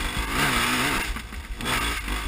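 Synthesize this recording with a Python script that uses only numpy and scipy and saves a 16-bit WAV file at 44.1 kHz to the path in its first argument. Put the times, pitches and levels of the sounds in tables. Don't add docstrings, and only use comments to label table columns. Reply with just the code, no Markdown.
import sys
import numpy as np
from scipy import signal
from scipy.fft import rfft, irfft, next_fast_len
from scipy.io import wavfile
from scipy.ndimage import uniform_filter1d, map_coordinates

SR = 44100
rng = np.random.default_rng(int(sys.argv[2]) if len(sys.argv) > 2 else 0)


def materialize(psi):
    bounded = np.clip(np.atleast_2d(psi).T, -1, 1)
    quanta = np.round(bounded * 32767).astype(np.int16)
    wavfile.write(sys.argv[1], SR, quanta)


def convert_level_to_amplitude(level_db):
    exponent = np.asarray(level_db, float) / 20
    return 10 ** exponent


N = 100107

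# (time [s], rate [Hz])
FIRING_RATE = [(0, 50.7), (.09, 48.1), (.2, 52.4), (.31, 54), (.35, 57.5), (.4, 70.6), (.44, 75.2),
               (.53, 60.6), (.61, 58.1), (.755, 64), (.8, 60), (.86, 71.5), (.885, 75), (.94, 63.3),
               (.99, 69.3), (1.11, 58), (1.5, 51), (1.71, 63.2), (1.8, 55.8), (1.95, 58.6), (2.05, 47.9),
               (2.12, 50), (2.2, 53.5), (2.27, 57)]
# (time [s], roar above the split [dB], pipe tone gain [dB], odd orders' gain [dB],
# fourth order's gain [dB])
ENGINE_LEVELS = [(0, -30, -40, -3, 4), (.3, -31.5, -38, 0, -4), (.43, -25.5, -29.5, -0.5, 6),
                 (.53, -26.5, -32.5, -8, 0.5), (.75, -25, -35.5, -0.5, 4.5), (.88, -26.5, -31.5, -7.5, 6.5),
                 (1.005, -29, -37.5, 6.5, 5), (1.025, -22.5, -48, 16, -4), (1.13, -36.5, -44.5, -7, -3),
                 (1.24, -41.5, -47, -10, -3), (1.55, -41, -51, -5.5, -0.5), (1.64, -42, -37.5, -1, 7),
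                 (1.66, -30.5, -37.5, 5.5, -2), (1.72, -25.5, -31.5, -6, 1),
                 (1.93, -29.5, -41.5, 4.5, -2.5), (1.99, -29, -53, -4, -12), (2.06, -38, -49.5, 2, 0),
                 (2.12, -33, -38, 0, 0.5), (2.21, -33, -42.5, -7, 0), (2.27, -36, -45, 10, -7)]
# (time [s], first order [dB], rattle [dB])
SHAKE_LEVELS = [(0, -27, -39.5), (.15, -58, -39.5), (.19, -20, -37), (.3, -35, -54), (.5, -53, -45),
                (.56, -41, -33.5), (.72, -63, -46), (1.1, -35.5, -50.5), (1.5, -42.5, -60),
                (1.62, -56, -48), (1.69, -38, -30.5), (1.81, -34, -49), (1.87, -26, -31.5),
                (2.01, -38.5, -79), (2.12, -23, -39.5), (2.27, -36, -46.5)]
# (frequency [Hz], gain [dB])
PIPE_GAIN = [(90, -8), (125, -1), (180, -8.5), (250, 2), (310, -4.5), (380, -8.5), (500, -10), (590, -23),
             (720, -11), (950, -13)]
# (frequency [Hz], density [dB per Hz])
ROAR_SPECTRUM = [(300, -6.5), (450, -6), (570, -14), (720, -4), (800, -16), (920, 0.5), (1000, -13),
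                 (1100, -2), (1300, -0.5), (1400, -9), (1550, 0.5), (1800, -6), (2050, 0), (2480, -5),
                 (2800, -4), (3170, -11.5), (3600, -6.5), (4200, -15), (4950, -10.5), (5400, -13),
                 (6000, -28.5)]
# (centre [Hz], width [Hz], gain [dB])
RATTLE_MODES = [(3403, 40, 12.5), (510, 49, 1), (942, 39, 0.5)]
# (centre [s], length [s])
THIN_MOMENTS = [(0.263, 0.014), (0.99, 0.0088), (1.028, 0.016), (1.421, 0.0055), (1.799, 0.015),
                (1.997, 0.016)]
LEFT_TONES_HZ = [933, 1200, 1640, 2148, 2750]
# (time [s], crack level before trim [dB], thud level before trim [dB], crack centre [Hz])
PIPE_POPS = [(1.161, -19, -32, 1200), (1.169, -28, -35, 1180), (1.1928, -24, -47, 2820),
             (1.198, -27, -45, 2240), (1.326, -25, -37, 1180), (1.341, -27, -45, 2430),
             (1.448, -31.5, -43, 1750), (1.607, -20, -33.5, 2760), (2.0797, -20, -33.5, 2530),
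             (2.122, -23, -48, 2400)]
# (time [s], envelope peak [dB], frequency [Hz], length [s])
MOUNT_JOLTS = [(0.035, -21.5, 47.2, 0.055), (0.165, -18.5, 111, 0.011), (0.539, -24.5, 47, 0.06),
               (0.954, -23.5, 32, 0.059), (1.08, -20.5, 46, 0.058), (1.354, -27.5, 67.4, 0.078),
               (1.493, -23.5, 41.7, 0.05), (1.627, -33, 139, 0.032), (1.742, -24, 48, 0.067),
               (2.245, -20, 50.4, 0.036)]
# (frequency [Hz], density [dB per Hz])
WIND_SPECTRUM = [(15, -36), (30, -1), (60, -1), (90, -12), (200, -27), (400, -90)]

A_FIRING_S = 2.1212
COAST_S = (1.03, 1.65)
COAST_RAD, WAVER_RAD = 0.85, 0.22
SIZE_DB, WAVER_DB = 1.37, 1.95
BLUR_HZ, SHARP_PER_HZ = 66.4, 0.041
SPLIT_HZ, FOLLOW, TONE_UNDER_DB = 1370, 0.78, 7.5
REPEAT = 0.55
RATTLE_PULSE, TAP_DB = 2.45, 1.5
THIN_DB, LEFT_WIDTH_HZ = -14.5, 52
LEFT_DB = 4.5
CRACK_T60_S, CRACK_OCTAVES, CRACK_RISE_S = 0.047, 1.35, 0.00047
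THUD_HZ, THUD_T60_S = 216, 0.068
WIND_DB, GUST_DB = -39.5, 4.5
HOLD_HZ, TOP_HZ = 12000, 15280


def unit(x):
    return x / np.sqrt(np.mean(x ** 2) + 1e-20)


def along(points, hz):
    f, value = np.transpose(points)
    return np.interp(np.log(hz + 1), np.log(f + 1), value)


def curves(rows):
    s, *columns = np.transpose(rows)
    return [np.interp(np.arange(N) / SR, s, c) for c in columns]


def wobble(rate):
    knots = rng.standard_normal(int(N * rate / SR) + 4)
    return map_coordinates(knots, [np.arange(N) * rate / SR])


def filtered(x, response):
    m = next_fast_len(N + SR // 4)
    return irfft(rfft(x, m) * response(np.fft.rfftfreq(m, 1 / SR)), m)[..., :N]


def coloured(x, spectrum):
    return unit(filtered(x, lambda hz: convert_level_to_amplitude(along(spectrum, hz))))


def ring(f, modes):
    return sum(convert_level_to_amplitude(db) * 1j * f * w / (c * c - f * f + 1j * f * w) for c, w, db in modes)


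def firing_pulses(turn, sharp, scatter_db):
    return unit(np.exp(-sharp * (turn % 1)) * convert_level_to_amplitude(scatter_db))


def pipe_orders(turn, coast, tone_gain_db, odd_db, fourth_db):
    (hz,) = curves(FIRING_RATE)
    hz = uniform_filter1d(hz, size=900)
    tone = np.zeros(N)
    for k in range(2, 22):
        level_db = along(PIPE_GAIN, k * hz) + odd_db * (k % 2) + fourth_db * (k == 4)
        level_db = level_db + WAVER_DB * wobble(14)
        wander = WAVER_RAD * k / 4 * wobble(21.96)
        smear = COAST_RAD * coast * np.sqrt(k) * wobble(30)
        tone += convert_level_to_amplitude(level_db) * np.sin(2 * np.pi * k * turn + wander + smear + k * k)
    return convert_level_to_amplitude(tone_gain_db) * tone


def exhaust_roar(turn, hz, coast, scatter_db, roar_db, tone_gain_db):
    cycle = rng.standard_normal(size=200)
    cycle = cycle - uniform_filter1d(cycle, size=15, mode='wrap')
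    pattern = unit(cycle[(turn % 1 * 200).astype(int)])
    sharp = np.clip(SHARP_PER_HZ * (BLUR_HZ - hz), 0.1, None)
    turbulence = rng.standard_normal(N) + REPEAT * (1 - coast) * pattern
    roar = coloured(firing_pulses(turn, sharp, scatter_db) * turbulence, ROAR_SPECTRUM)
    low = filtered(roar, lambda f: 1 / (1 + (f / SPLIT_HZ) ** 8))
    high = roar - low
    follow_db = FOLLOW * (tone_gain_db - roar_db + TONE_UNDER_DB)
    return convert_level_to_amplitude(roar_db) * (high + low * convert_level_to_amplitude(follow_db))


def rattle(turn, coast, scatter_db, rattle_db):
    taps = unit(np.diff(np.floor(turn), prepend=np.floor(turn[0])) * convert_level_to_amplitude(scatter_db))
    buzz = firing_pulses(turn, RATTLE_PULSE, scatter_db) * rng.standard_normal(N)
    drive = 0.78 * (1 - coast) * taps + buzz
    return convert_level_to_amplitude(rattle_db) * unit(filtered(drive, lambda f: ring(f, RATTLE_MODES)))


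def engine():
    (hz,) = curves(FIRING_RATE)
    roar_db, tone_gain_db, odd_db, fourth_db = curves(ENGINE_LEVELS)
    first_db, rattle_db = curves(SHAKE_LEVELS)
    hz = uniform_filter1d(hz, size=900)
    turn = np.cumsum(hz) / SR
    turn = turn + 1 - turn[round(A_FIRING_S * SR)] % 1
    shut = abs(np.arange(N) / SR - np.mean(COAST_S)) < np.ptp(COAST_S) / 2
    coast = uniform_filter1d(1. * shut, size=600)
    scatter = rng.standard_normal((int(turn[-1]) + 1, 2))[turn.astype(int)]
    tone = pipe_orders(turn, coast, tone_gain_db, odd_db, fourth_db)
    first = -convert_level_to_amplitude(first_db) * np.cos(2 * np.pi * turn)
    roar = exhaust_roar(turn, hz, coast, SIZE_DB * scatter[:, 0], roar_db, tone_gain_db)
    return tone + first + roar + rattle(turn, coast, TAP_DB * scatter[:, 1], rattle_db)


def thinned(x):
    t = np.arange(N) / SR
    share = sum(np.exp(-(2 * (t - s) / length) ** 2) for s, length in THIN_MOMENTS)
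    share = np.clip(share, 0, 1)
    low = filtered(x, lambda f: f < 110)
    modes = [(c, LEFT_WIDTH_HZ, LEFT_DB) for c in LEFT_TONES_HZ]
    tones_left = filtered(x, lambda f: ring(f, modes) ** 2)
    return low + convert_level_to_amplitude(THIN_DB * share) * (x - low) + share * tones_left


def pops():
    t = np.arange(N) / SR
    noise = coloured(rng.standard_normal(N), ROAR_SPECTRUM)
    out = np.zeros(N)
    for s, crack_db, thud_db, hz in PIPE_POPS:
        since = np.clip(t - s, 0, None)
        band = unit(filtered(noise, lambda f: np.exp(-(np.log2((f + 1) / hz) / CRACK_OCTAVES) ** 2)))
        rise = 1 - np.exp(-since / CRACK_RISE_S)
        out += rise * convert_level_to_amplitude(crack_db - 5.5 - 60 * since / CRACK_T60_S) * band
        out -= convert_level_to_amplitude(thud_db + 6 - 60 * since / THUD_T60_S) * np.sin(2 * np.pi * THUD_HZ * since)
    return out


def jolts():
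    t = np.arange(N) / SR
    out = np.zeros(N)
    for s, db, hz, length in MOUNT_JOLTS:
        bell = np.sin(np.pi * np.clip((t - s) / length, 0, 1)) ** 2
        out += convert_level_to_amplitude(db) * bell * np.sin(2 * np.pi * hz * (t - s))
    return out


def wind():
    gusts = convert_level_to_amplitude(GUST_DB * wobble(8.4))
    return convert_level_to_amplitude(WIND_DB) * coloured(gusts * rng.standard_normal(N), WIND_SPECTRUM)


def scene():
    return (thinned(engine()) + pops() + jolts() + wind())[None]


def roll_off(x):
    return signal.sosfilt(signal.butter(12, 16450, fs=SR, output="sos"), x)


def record(dry):
    base = filtered(dry, lambda hz: (hz < HOLD_HZ / 2) / np.sinc(np.minimum(hz / HOLD_HZ, 0.5)))
    copies = base * (1 + 2 * np.cos(2 * np.pi * HOLD_HZ * np.arange(N) / SR))
    held = filtered(copies, lambda hz: np.sinc(hz / HOLD_HZ) * (hz < TOP_HZ))
    return roll_off(held)


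dry = scene()
out = record(dry)
materialize(out)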